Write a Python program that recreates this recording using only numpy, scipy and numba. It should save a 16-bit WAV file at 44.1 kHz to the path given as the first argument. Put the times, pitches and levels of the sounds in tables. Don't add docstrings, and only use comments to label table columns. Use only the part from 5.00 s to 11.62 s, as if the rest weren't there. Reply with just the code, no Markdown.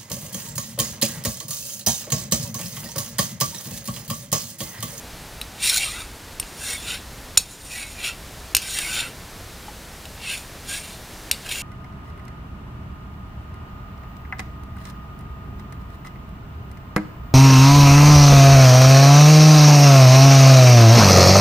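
import sys
import numpy as np
from scipy import signal
from scipy.fft import rfft, irfft
from scipy.io import wavfile
from scipy.ndimage import uniform_filter1d, minimum_filter1d
from numba import njit

SR = 44100
rng = np.random.default_rng(int(sys.argv[2]) if len(sys.argv) > 2 else 0)


def field_ratio(decibels):
    return 10 ** (np.asarray(decibels, dtype=float) / 20)


def generate_wav(sig):
    pcm = np.round(np.clip(np.atleast_2d(sig).T, -1, 1) * 32767).astype(np.int16)
    wavfile.write(sys.argv[1], SR, pcm)


N = 291929


def rms_one(x):
    return x / np.sqrt(np.mean(x ** 2) + 1e-20)


def at_hz(points, hz):
    table_hz, values = np.array(points)[:, :2].T
    return np.interp(np.log(hz), np.log(table_hz), values)


def drift(rate):
    r = np.exp(-80 * np.pi * rate / SR)
    slow = signal.lfilter([1], [1, -2 * r, r * r], rng.standard_normal(N // 40 + 2002))[2000:]
    return np.interp(np.arange(N) / 40, np.arange(len(slow)), rms_one(slow))


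def coloured(x, points):
    hz = np.maximum(np.arange(N // 2 + 1) * SR / N, 1)
    return irfft(rfft(x) * field_ratio(at_hz(points, hz)), N)


def band_pass(x, low, high):
    return signal.sosfilt(signal.butter(2, [low, high], "band", fs=SR, output="sos"), x)


@njit
def resonate(x, hz, r, sr):
    out, y1, y2 = np.zeros(len(x)), 0., 0.
    for i in range(len(x)):
        w = 2 * np.pi * hz[i] / sr
        out[i] = np.sin(w) * x[i] + 2 * r * np.cos(w) * y1 - r * r * y2 + 1e-18
        y1, y2 = out[i], y1
    return out


def decay_per_sample(t60):
    return field_ratio(-60 / (t60 * SR))


def zone_weights(centres, hz):
    return np.array([at_hz(list(zip(centres, row)), hz) for row in np.eye(len(centres))])


def workshop():
    # hz, density_db
    shop = [(12, -39), (20, -3.5), (53, -0.5), (86, -5), (295, -12.5), (330, -14), (745, -15.5),
            (1100, -18), (1780, -18.5), (2630, -22), (4120, -22), (13000, -29), (16300, -34)]
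    # hz, side_against_mid_db
    side_spread = [(60, -31), (110, -32), (200, -24.5), (380, -21), (700, -23.5), (1290, -24.5),
                   (2380, -18), (4400, -16.5), (8120, -14.5), (15000, -15)]
    mid, side = [coloured(rng.standard_normal(N), shop) for _ in range(2)]
    swell_db = 0.4 * drift(0.66)
    scale = field_ratio(-39 + swell_db) / np.sqrt(np.mean(mid ** 2))
    mains_hz, mains_db = 60, -52.5
    hum = field_ratio(mains_db + 2 * drift(1.1)) * np.sin(2 * np.pi * mains_hz * np.arange(N) / SR)
    return scale * (mid + coloured(side, side_spread) * [[1], [-1]]) + hum


def taps():
    # start_s, lowest_group_peak_db, then second_db, third_db, top_db against it
    tap_rows = [
        (0.4138, -33.5, 10, 2, 8),
        (1.3981, -35, -2, 12, 19.5),
        (1.428, -41, -3, -7, -19),
        (2.3722, -22, 3, -5, -4),
        (2.3744, -17, 5.5, 8, 12),
        (3.5487, -13.5, 3, 4, 0.5),
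        (3.5668, -19, 1, 5.5, 1),
        (5.0542, -41.5, 8, -5, -1),
        (6.3128, -19.5, 4.5, 2, 3.5),
    ]
    # ring_against_crack_db, fourth_against_third_group_db
    grips = [(-3, -12), (0, -19), (-1, -8), (-3, -2), (-0.5, 3.5), (-4, -2), (-2, -4), (-2.5, 2),
             (-3.5, -0.5)]
    tap_zones_hz = [2700, 3900, 5500, 7100, 9000, 11500]
    free_hz = [1600, 2380, 2580, 2800, 3050, 3600, 3950, 4260, 4600, 5430, 5990, 6988, 7257, 8640, 8796,
               10100, 10600, 12440, 14000, 14850]
    # level_db, t60_s
    free_modes = [(-19, 0.05), (-23, 0.066), (-7.5, 0.11), (17, 0.0062), (-25, 0.049), (2, 0.02),
                  (1, 0.031), (-9.5, 0.053), (0, 0.018), (1, 0.025), (-5, 0.035), (3.5, 0.027), (-9, 0.027),
                  (8.5, 0.012), (0.5, 0.039), (-25, 0.018), (-6, 0.02), (4, 0.016), (-19, 0.01), (-8, .012)]
    airy_db = 0.5
    rows, (ring_db, fourth_db) = np.array(tap_rows), np.transpose(grips)
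    at = np.round(rows[:, 0] * SR).astype(int)
    relative_db = np.c_[np.zeros(len(rows)), rows[:, 2:4], rows[:, 3] + fourth_db, rows[:, 4],
                        rows[:, 2:].mean(axis=1) + airy_db]
    group_db = rows[:, 1:2] + relative_db

    shape = (len(at), len(free_modes))
    luck_db, late_s = rng.normal(0, 2.8, shape), rng.uniform(0, 0.0011, shape)
    t = np.arange(500) / SR
    chatter = rng.standard_normal((len(at), 500)) * (1 - np.exp(-t / 0.0003)) * np.exp(-t / 0.0022)
    rings, cracks = np.zeros((2, N))
    for k, (hz, (level_db, t60)) in enumerate(zip(free_hz, free_modes)):
        blow_db = group_db @ zone_weights(tap_zones_hz, hz) + level_db + luck_db[:, k] + ring_db
        drive = np.zeros(N)
        drive[at + (late_s[:, k] * SR).astype(int)] = field_ratio(blow_db)
        rings += resonate(drive * (-1) ** k, np.full(N, float(hz)), decay_per_sample(t60), SR)
    rings = signal.sosfilt(signal.butter(2, 900, "high", fs=SR, output="sos"), rings)

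    crack_hz = [2050, 3200, 4800, 6400, 7900, 10500, 15300]
    for k, (levels_db, low, high) in enumerate(zip(group_db.T, crack_hz, crack_hz[1:])):
        crack = np.zeros(N)
        for i, burst, level_db in zip(at, chatter, levels_db):
            crack[i:i + 500] += field_ratio(level_db + 2) * burst * np.sqrt(2000 / (high - low))
        cracks += (-1) ** k * band_pass(crack, low, high)

    jolt, table_hz = np.zeros(N), 65.6
    jolt[at] = field_ratio(-20.5 + 0.5 * group_db.max(axis=1))
    return rings + resonate(jolt, np.full(N, table_hz), decay_per_sample(0.06), SR), cracks


def machine_bed(x, t60, wet_db):
    t = np.arange(int(0.4 * SR)) / SR
    tail = rng.standard_normal(len(t)) * field_ratio(-60 * t / t60) * np.clip(t / 0.0096, 0, 1)
    tail = signal.lfilter([0.4], [1, -0.6], tail)
    return field_ratio(wet_db) * signal.fftconvolve(x, tail / np.sqrt(np.sum(tail ** 2)))[:N]


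def pressure_db(rows, rise_db_per_s, fall_db_per_s):
    s, hold, db = np.array(rows)[:, :3, None].transpose(1, 0, 2)
    t = np.arange(0, N, 32) / SR
    rise = rise_db_per_s * np.maximum(s - t, 0)
    fall = fall_db_per_s * np.maximum(t - s - hold, 0)
    return np.maximum(db - rise - fall, -150)


def contact():
    # start_s, hold_s, low_modes_db, brightness_db, favoured_hz
    cuts = [(0.635, 0.03, -25, -0.5, 3350), (0.682, 0.021, -26, 1, 3930), (0.737, 0.044, -27, 2.5, 3800),
            (0.806, 0.034, -27, -5.5, 2850), (1.691, 0.042, -31.5, -2, 3250), (1.88, 0.063, -29, -7, 3070),
            (2.718, 0.052, -35, 1, 2470), (2.775, 0.06, -33, -6, 2450), (3.044, 0.033, -25, -8, 2800),
            (3.778, 0.039, -28, -3.5, 2980), (3.827, 0.13, -32.5, -3, 2980), (3.97, 0.032, -23, -10, 2980),
            (5.289, 0.044, -29.5, -8.5, 2650), (5.692, 0.081, -32.5, -2.5, 3030),
            (6.519, 0.014, -28.5, -6.5, 3100)]
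    # start_s, hold_s, low_modes_db, brightness_db, favoured_hz
    drags = [(0.624, 0.017, -36, -9, 3000), (.71, .02, -33, -7, 3720), (0.861, 0.045, -33, -2.5, 3660),
             (0.938, 0.073, -38.5, -5, 3000), (1.474, 0.11, -56.5, 7, 3300), (1.596, .05, -44, 4, 3130),
             (1.666, .04, -38.5, 7.5, 3300), (1.766, 0.12, -42, 0, 3370), (2.454, 0.032, -45, -3, 3400),
             (2.516, 0.021, -48.5, 10, 3400), (2.606, .04, -56, 13, 3560), (2.66, 0.056, -46.5, 6, 3000),
             (2.862, 0.14, -45.5, 2.5, 2600), (2.996, .03, -37.5, -11, 2820),
             (3.622, 0.063, -35, -2.5, 3040), (3.702, .06, -34.5, 3, 3600), (3.946, .03, -35.5, 6, 3120),
             (4.033, 0.028, -36.5, -11, 2970), (5.237, .04, -34.5, -12.5, 2900),
             (5.346, 0.028, -42, 11, 2660), (5.784, 0.06, -43.5, 0.5, 2920), (5.874, 0.065, -47.5, 0, 3300),
             (6.469, .03, -39.5, -7, 3160), (6.552, .08, -34.5, -4, 2930)]
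    pushes_db = np.r_[pressure_db(cuts, rise_db_per_s=459, fall_db_per_s=320),
                      pressure_db(drags, rise_db_per_s=302, fall_db_per_s=250)]
    power = field_ratio(2 * pushes_db)
    total = power.sum(axis=0)
    controls = [10 * np.log10(total), *(np.array(cuts + drags)[:, 3:].T @ power / total)]
    return [np.interp(np.arange(N) / 32, np.arange(len(c)), c) for c in controls]


def teeth(per_s, spread_db, clump_db):
    # start_s, above_steady_bite_db
    catches = [(.628, -1), (.701, 7), (1.647, 3), (3.705, 1), (3.718, -5), (0.657, 6), (0.673, 7),
               (.691, 5), (.696, 9), (0.742, 8), (0.761, 10.5), (.771, 11), (0.778, 10.5), (.797, 5),
               (1.719, 0), (2.717, 5), (3.037, -9), (3.618, 11), (3.764, 2.5), (3.787, 12.5), (4.003, -8),
               (4.066, 8.5), (5.299, 6), (5.324, 2), (6.461, 12.5), (6.4905, 15), (6.512, 7), (6.522, 3)]
    sizes = field_ratio(spread_db * np.minimum(rng.exponential(1, N), 5)) * rng.choice([-1, 1], N)
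    judder_db = clump_db * (drift(20) + 0.29 * drift(140))
    bites = rms_one(sizes * (rng.random(N) < per_s / SR) * field_ratio(judder_db))
    t, bursts = np.arange(900) / SR, rng.standard_normal((len(catches), 900))
    for (s, extra_db), burst in zip(catches, bursts):
        bites[round(s * SR):][:900] += field_ratio(extra_db) * burst * np.exp(-t / 0.0028)
    return bites


def low_modes(bites):
    # start_s, hold_s, level_db, pitch_hz, glide_hz_per_s
    songs = [(0.67, .045, -51, 2120, -1500), (0.724, 0.034, -36.5, 1520, -100),
             (0.784, 0.043, -46.5, 785, -300), (1.683, 0.061, -36.5, 2140, 800),
             (2.762, 0.097, -37.5, 2290, -800), (3.755, 0.029, -40, 2060, -500),
             (3.83, 0.042, -34, 2210, 500), (3.966, .04, -46.5, 890, 500),
             (0.861, .025, -40.5, 1280, -1500), (0.927, 0.03, -42.5, 1980, 1500),
             (0.957, 0.029, -41, 1420, 1500), (1.015, 0.01, -46, 1310, -500), (1.618, .11, -42, 1606, 300),
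             (1.883, 0.07, -41, 1400, 2000), (2.81, .03, -46, 1650, -1500),
             (3.029, 0.071, -41.5, 1520, -2000), (3.622, 0.1, -46, 1540, 300),
             (3.77, .025, -37.5, 1837, -1500), (3.804, .03, -41, 1680, -1500),
             (3.873, 0.1, -41, 1534, -500), (3.972, 0.06, -37.5, 1470, 500),
             (4.025, 0.046, -48, 1450, -1000), (5.3, 0.045, -43.5, 1590, 100),
             (5.695, 0.089, -41.5, 1596, 1200), (6.46, 0.18, -47.5, 1640, -100)]
    out, t = np.zeros(N), np.arange(N) / SR
    r = np.exp(-np.pi * 65 / SR)
    levels_db = pressure_db(songs, rise_db_per_s=498, fall_db_per_s=498)
    for (s, hold, _, hz, glide), db in zip(songs, levels_db):
        near = slice(int((s - 0.1) * SR), int((s + hold + 0.15) * SR))
        drive = field_ratio(np.repeat(db, 32)[:N][near] + 8.5) * bites[near] * np.sqrt(1 - r)
        pitch_hz = hz + glide * np.clip(t[near] - s, -0.03, hold + 0.033)
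        out[near] += resonate(drive, pitch_hz, r, SR)
    return out


def strokes():
    zones_hz = [3600, 5500, 7100, 9000]
    held_hz = [2030, 2250, 2450, 2620, 2820, 3050, 3220, 3560, 3720, 3950, 4350, 4860, 5450, 6000, 7000,
               7300, 8550, 8800, 9100, 10100, 10700, 12700, 13700, 14900]
    # width_hz, level_db
    held_modes = [(69, -3.5), (90, -4.5), (90, -2.5), (89, -1.5), (82.5, -10), (80, -43), (79.6, -9.5),
                  (91, -2.5), (90.5, -4.5), (139, -1), (158, -13.5), (88, -23), (200, -1.5), (98, -18),
                  (90.5, 2), (215, -1.5), (199, -9), (143, -3), (218, -8), (280, -7.5), (260, -0.5),
                  (350, -19), (400, -9.5), (220, -10)]
    # hz, density_db
    rasp_spectrum = [(530, -49), (900, 2.5), (2730, 8.5), (8050, 0), (8760, 0), (9530, -1.5),
                     (15100, -10.5), (16000, -55)]
    group_offset_db = [-1.5, -0.5, 0]
    group_follows = [1, 0.9, 0.83]
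    low_db, bright_db, favoured_hz = contact()
    bright_hz = 8850 * (1 + 0.008 * drift(7.3))
    upper_db = [low_db + db + share * bright_db for db, share in zip(group_offset_db, group_follows)]
    gains = field_ratio([low_db] + upper_db)
    bites, out = teeth(per_s=8000, spread_db=2.5, clump_db=1.1), np.zeros(N)
    for k, (hz, (width_hz, level_db)) in enumerate(zip(held_hz, held_modes)):
        r = np.exp(-np.pi * np.clip(width_hz, 15, 600) / SR)
        near = np.exp(-(np.log(hz / favoured_hz) / 0.21) ** 2)
        near = near + np.exp(-(np.log(hz / bright_hz) / 0.029) ** 2)
        reach = field_ratio(level_db + 8 * near + 2.3 * drift(12))
        pull = 0.022 if hz < 5000 else 0.007
        centre = hz * (1 + pull * drift(6))
        drive = zone_weights(zones_hz, hz) @ gains * reach * bites * (1 - r) * (-1) ** k
        out += field_ratio(18.5) * resonate(drive, centre, r, SR)

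    rasp_hz = [1700, 4800, 6400, 7900, 16500]
    rasp = coloured(bites, rasp_spectrum)
    signed = gains * [[1], [-1], [1], [-1]]
    for gain, low, high in zip(signed, rasp_hz, rasp_hz[1:]):
        band = band_pass(rasp, low, high)
        out += field_ratio(-5.5) * gain * band / np.std(band[:SR // 2])
    return out + low_modes(bites)


def knock():
    # start_s, peak_db, pitch_hz
    blows = [
        (4.681, -23, 838),
    ]
    out = np.zeros(N)
    for s, peak_db, hz in blows:
        t = np.maximum(np.arange(N) / SR - s, 0)
        rings = np.sin(2 * np.pi * hz * t)
        rings += 0.76 * np.sin(2 * np.pi * 1.54 * hz * t) * np.exp(-t / 0.0045)
        rings += 0.21 * np.sin(2 * np.pi * 3.6 * hz * t)
        out += field_ratio(peak_db - 5.5) * rings * (1 - np.exp(-t / 0.00085)) * field_ratio(-60 * t / 0.079)
    return out


def scene():
    (rings, cracks), scrape = taps(), strokes()
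    mic_top_hz = 15600
    scrape = signal.sosfilt(signal.ellip(8, 0.5, 50, mic_top_hz, fs=SR, output="sos"), scrape)
    struck = cracks + 0.15 * rings
    scattered = machine_bed(struck, t60=0.2, wet_db=-3.5) + machine_bed(scrape, t60=0.2, wet_db=-34)
    file = rings + cracks + scrape + scattered
    spill = machine_bed(file, t60=0.02, wet_db=-38.5) * [[1], [-1]]
    return file + spill + knock() + workshop()


def roll_off(x):
    return signal.sosfilt(signal.butter(12, 16440, fs=SR, output="sos"), x)


def record(dry):
    t, power = np.arange(N) / SR, np.mean(dry, 0) ** 2
    over_db = np.maximum(10 * np.log10(uniform_filter1d(power, 441) + 1e-12) + 16, 0)
    recovery = 14 * t
    held_db = np.maximum(np.maximum.accumulate(over_db + recovery) - recovery, 0)
    pole = np.exp(-1 / (0.053 * SR))
    duck_db = 0.45 * signal.lfilter([1 - pole], [1, -pole], held_db)

    fast_db = 10 * np.log10(uniform_filter1d(power, size=88) + 1e-12)
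    ahead_db = -minimum_filter1d(-fast_db, size=401, origin=-200)
    starved = uniform_filter1d(np.clip((ahead_db - fast_db - 21) / 5, 0, 0.7), size=88)
    treble = signal.sosfiltfilt(signal.butter(2, 3000, "high", fs=SR, output="sos"), dry)
    clipped = np.clip((dry - starved * treble) * field_ratio(-duck_db), -0.9, 0.9)
    top_hz = 16600
    mix = signal.sosfiltfilt(signal.cheby2(10, 42, top_hz, fs=SR, output="sos"), clipped)
    return roll_off(mix)


dry = scene()
out = record(dry)
generate_wav(out)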